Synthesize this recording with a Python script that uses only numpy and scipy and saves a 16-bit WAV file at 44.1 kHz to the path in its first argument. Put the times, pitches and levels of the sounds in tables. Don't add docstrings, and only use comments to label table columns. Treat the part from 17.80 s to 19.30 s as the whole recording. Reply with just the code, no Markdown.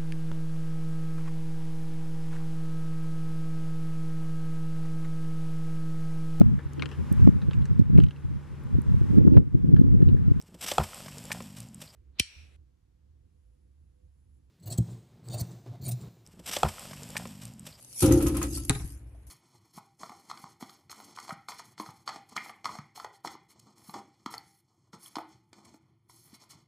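import sys
import numpy as np
from scipy import signal
from scipy.fft import rfft, irfft, next_fast_len
from scipy.io import wavfile
from scipy.ndimage import uniform_filter1d, map_coordinates

SR = 44100
rng = np.random.default_rng(int(sys.argv[2]) if len(sys.argv) > 2 else 0)


def wrap_up_sound(samples):
    columns = np.atleast_2d(samples).T
    tamed = np.clip(columns, -1, 1)
    steps = np.round(tamed * 32767).astype(np.int16)
    wavfile.write(sys.argv[1], SR, steps)


N = 66150
T = np.arange(N) / SR

# frequency in Hz, left-right correlation.
CORRELATION = [(100, 0.94), (330, 0.97), (600, 0.49), (1500, 0.45), (3000, 0.024), (12000, 0.021)]
# start in seconds, level in dB, T60 in seconds.
CLACKS = [(0.222, -33.5, 0.23), (0.31, -34.5, 0.2), (0.404, -38.5, 0.42), (.462, -36.5, 0.25),
          (0.544, -41.5, 0.2), (0.565, -39.5, 0.27), (.615, -34.5, 0.15), (.632, -37, 0.12),
          (0.771, -49.5, 0.2)]


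def amp(db):
    return 10 ** (np.asarray(db) / 20)


def unit(x):
    return x / np.sqrt(np.mean(x ** 2) + 1e-20)


def along(points, hz):
    knots_hz, values = np.transpose(points)
    return np.interp(np.log(hz + 1), np.log(knots_hz + 1), values)


def filtered(x, response):
    size = next_fast_len(N + SR // 2)
    return irfft(rfft(x, size) * response(np.fft.rfftfreq(size, 1 / SR)), size)[..., :N]


def noise(colour):
    def mid_side_gains(hz):
        angle = np.arccos(np.clip(along(CORRELATION, hz), -.999, .999)) / 2
        return amp(along(colour, hz)) * [np.cos(angle), np.sin(angle)]
    mid, side = filtered(rng.standard_normal((2, N)), mid_side_gains)
    return unit(np.array([mid + side, mid - side]))


def fade(t, t60_s):
    return np.exp(-np.log(1000) * t / t60_s)


def strike(start_s, t60_s, rise_s):
    age_s = np.maximum(T - start_s, 0)
    return fade(age_s, t60_s) * (1 - np.exp(-age_s / rise_s))


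def ring(modes, start_s, rise_s):
    return sum(amp(db) * strike(start_s, t60_s, rise_s) * np.sin(2 * np.pi * hz * (T - start_s))
               for hz, db, t60_s in modes)


def band_decay(x, start_s, t60_curve):
    hz, t, spectrum = signal.stft(x, SR, nperseg=1024)
    decay = fade(np.maximum(t - start_s, 0), along(t60_curve, hz)[:, None])
    return signal.istft(spectrum * decay, SR)[1][:, :N]


def outdoor_air(hum_hz=122.4):
    # frequency in Hz, relative density in dB.
    colour = [(25, -24), (64, -6), (130, -7), (400, -15.5), (700, -19.5), (1300, -27.5), (2500, -28),
              (4500, -45), (8000, -46), (10500, -28.5), (13000, -49), (15000, -73.5)]
    return amp(-63) * noise(colour) + amp(-60.5) * np.sin(2 * np.pi * hum_hz * T)


def far_tap():
    # frequency in Hz, relative level in dB.
    colour = [(200, -29), (650, 11.5), (1500, -20), (6000, -23.5), (14000, -42.5)]
    return amp(-55) * strike(1.346, t60_s=0.057, rise_s=0.0015) * noise(colour)


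def street_echoes(source):
    # delay in seconds, level in dB, low-pass corner in Hz.
    walls = [(0.009, -22.5, 5000), (.03, -20, 9000), (0.053, -16, 9000), (.1, -20, 2920),
             (0.14, -13.5, 280)]
    tail_t60 = [(100, 1), (400, 0.3), (1500, 0.78), (5000, 0.32), (12000, 0.57)]
    white = [(20, 0), (20000, 0)]
    response = amp(-15.5) * unit(band_decay(noise(white), 0, tail_t60))
    for delay_s, db, corner_hz in walls:
        scatter = unit(noise(white) * strike(delay_s, t60_s=0.043, rise_s=.001))
        response += amp(db) * filtered(scatter, lambda hz: 1 / (1 + 1j * hz / corner_hz) ** 2)
    response /= np.sqrt(N)
    return signal.fftconvolve(source, response, axes=1)[:, :N]


def rustle(grains_per_s=350, grain_db=2, patch_db=4.5):
    # time in seconds, level in dB.
    levels = [(0, -56), (.09, -54.5), (.185, -41), (.225, -26.5), (.275, -36.5), (.295, -43.5),
              (.45, -45.5), (.53, -50), (.69, -47.5), (.75, -38), (.82, -50), (.87, -52.5), (.95, -48.5),
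              (1.12, -54.5), (1.24, -75.5), (1.465, -77), (1.48, -68.5)]
    # frequency in Hz, relative level in dB.
    colour = [(300, -17.5), (1500, -27), (2600, -14.5), (3600, -17), (5500, -8), (7500, -9), (9800, -2),
              (11300, -1.5), (12500, -18), (14000, -17), (15000, -60.5)]
    grain = map_coordinates(rng.standard_normal(N // 10), [T * grains_per_s])
    spectrum = signal.stft(noise(colour), nperseg=512)[2]
    patches = uniform_filter1d(rng.standard_normal(spectrum.shape[1:]), size=5, axis=0)
    patches = unit(uniform_filter1d(patches, size=7, axis=1))
    hiss = unit(signal.istft(spectrum * amp(patch_db * patches))[1][:, :N])
    return amp(np.interp(T, *np.transpose(levels)) + grain_db * grain) * hiss


def ticks(ping_db=8, half_width_hz=490):
    # start in seconds, level in dB, T60 in seconds, pitch in Hz.
    hits = [(.026, -36, 0.0095, 10200), (0.047, -36.5, 0.0098, 7050), (.1276, -42, 0.019, 5550),
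            (0.2044, -26.5, 0.053, 8100), (0.224, -26, .03, 10200), (.2515, -38, 0.021, 11000),
            (0.26, -29, 0.083, 5650), (0.3224, -23.5, 0.041, 6450), (0.335, -34, .09, 6650),
            (0.375, -37, 0.082, 6600), (0.4248, -28, 0.055, 11000), (.4673, -31, 0.08, 6480),
            (0.483, -30, .025, 11400), (0.5693, -27.5, 0.039, 9850), (0.6284, -26, 0.032, 6730),
            (0.7732, -31, 0.043, 9700), (.835, -40.5, .02, 6560), (0.8498, -32.5, 0.027, 9200),
            (1.468, -53, 0.17, 10430)]
    # frequency in Hz, relative level in dB.
    colour = [(500, -12), (2500, -15.5), (4500, -11), (6200, -4), (7800, -7.5), (10000, -0.5),
              (11500, -1.5), (13000, -2.5), (14200, -21), (15300, -44.5)]
    hiss, out = noise(colour), 0
    for start_s, db, t60_s, pitch_hz in hits:
        ping = filtered(hiss, lambda hz: 1 + amp(ping_db) / (1 + ((hz - pitch_hz) / half_width_hz) ** 2))
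        out += amp(db) * strike(start_s, t60_s, rise_s=.0004) * unit(ping)
    return out


def rim(scatter_db=3.5, rise_s=0.00038):
    # frequency in Hz, level in dB relative to the clack, T60 in seconds.
    modes = [(524, -9, .2), (1045, -13, .18), (1265, -7, .16), (1325, -5, .2), (1685, -14, .14),
             (1940, -15, .14), (2347, -14, .14), (2532, -13, .14)]
    out = np.zeros((2, N))
    for start_s, clack_db, _ in CLACKS:
        first = int(start_s * SR)
        t = T[:min(N - first, SR // 3)]
        for hz, mode_db, t60_s in modes:
            gain = amp(clack_db + mode_db + scatter_db * rng.normal())
            stereo_spread_rad = np.arccos(along(CORRELATION, hz))
            phase = 2 * np.pi * rng.random() + stereo_spread_rad * rng.normal(size=(2, 1))
            envelope = fade(t, t60_s) * (1 - np.exp(-t / rise_s))
            out[:, first:first + len(t)] += gain * envelope * np.sin(2 * np.pi * hz * t + phase)
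    return out


def fittings():
    # frequency in Hz, relative level in dB.
    colour = [(200, 7), (520, 2), (700, -4), (1100, -0.5), (1320, -4), (1600, -7), (2600, -5.5),
              (4000, -10), (7000, -10.5), (11000, -5), (15000, -28)]
    envelope = sum(amp(db) * strike(start_s, t60_s, rise_s=0.0024) for start_s, db, t60_s in CLACKS)
    return envelope * noise(colour)


def bounce(contact_s, squash_s=.0031):
    # lag in seconds, level in dB, T60 in seconds.
    slaps = [(0, -9.5, 0.0062), (.0036, -14, .004), (.0095, -30.5, .008), (.013, -28, 0.011)]
    # frequency in Hz, relative level in dB.
    slap_colour = [(300, -1.5), (900, -23), (1500, -4.5), (2500, 3.5), (3000, -14), (3800, 8), (5000, -5.5),
                   (7000, -1.5), (10000, 2), (12000, -8), (13500, -31.5), (16000, -36.5)]
    scuff_colour = [(250, 5.5), (550, -11), (1000, -5), (1500, -4), (2500, -12), (3200, -21), (6000, -16),
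                    (14000, -46)]
    # frequency in Hz, level in dB, T60 in seconds.
    ball_modes = [(68.6, -17.5, 0.11), (126.3, -11, 0.069), (257, -10.5, 0.041), (411.6, -31.5, 0.15),
                  (786, -37, 0.1), (990, -44.5, 0.12), (1247, -43.5, .2), (1427, -37, 0.087),
                  (1924, -43.5, 0.13), (2560, -41.5, 0.066), (3800, -44, 0.069)]
    slap = sum(amp(db) * strike(contact_s + lag_s, t60_s, rise_s=.00005) for lag_s, db, t60_s in slaps)
    flat_s = contact_s + squash_s
    scuff = amp(-21) * strike(flat_s, t60_s=.055, rise_s=0.00034)
    thud = ring(ball_modes, flat_s, rise_s=.0017)
    return slap * noise(slap_colour) + scuff * noise(scuff_colour) + thud


def backboard(hit_s, sway_db=-28.5, sway_t60_s=3.38, shudder_rise_s=0.004):
    # frequency in Hz, level in dB, T60 in seconds.
    panel_modes = [(71.5, -25, 2.02), (83.1, -31, 2.4), (106.4, -35, 3.2), (117.9, -18.5, 0.63),
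                   (126.33, -25, 1.81), (139.2, -30, 0.86), (156.2, -47, 0.83), (221.3, -26.5, 1.34),
                   (224.7, -23, 0.31), (278.4, -19, 1.295), (287.3, -21, 1.38), (311, -14.5, 1.104),
                   (324.5, -26.5, 1.27), (342.5, -17, 1.155), (350.1, -17, 0.76), (525.7, -22.5, .7),
                   (768, -37.5, 1)]
    # frequency in Hz, relative density in dB.
    shudder_colour = [(30, -15.5), (70, -1.5), (150, 2.5), (200, -10), (330, 2), (400, -4.5), (470, -10.5),
                      (540, -8.5), (660, -25), (820, -16), (1100, -28), (1320, -21.5), (1600, -32),
                      (4000, -27), (9000, -56.5)]
    shudder_t60 = [(100, 1.0), (400, 1), (1300, 1), (5000, 0.34)]
    frame_modes = [(hz, sway_db, sway_t60_s) for hz in (55.5, 64.15)]
    boom = ring(panel_modes + frame_modes, hit_s, rise_s=0.03)
    onset = 1 - np.exp(-np.maximum(T - hit_s, 0) / shudder_rise_s)
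    shudder = onset * band_decay(noise(shudder_colour), hit_s, shudder_t60)
    return boom + amp(-19) * shudder


def scene(pan_db=.5):
    hoop = backboard(hit_s=.222) + fittings() + ticks() + rim()
    ball = bounce(contact_s=.8958)
    mix = hoop + ball + rustle() + street_echoes(ball) + far_tap() + outdoor_air()
    return mix * amp([[pan_db], [-pan_db]])


def record(dry):
    cutoff_hz = 16300
    return filtered(dry, lambda hz: hz < cutoff_hz)


dry = scene()
out = record(dry)
wrap_up_sound(out)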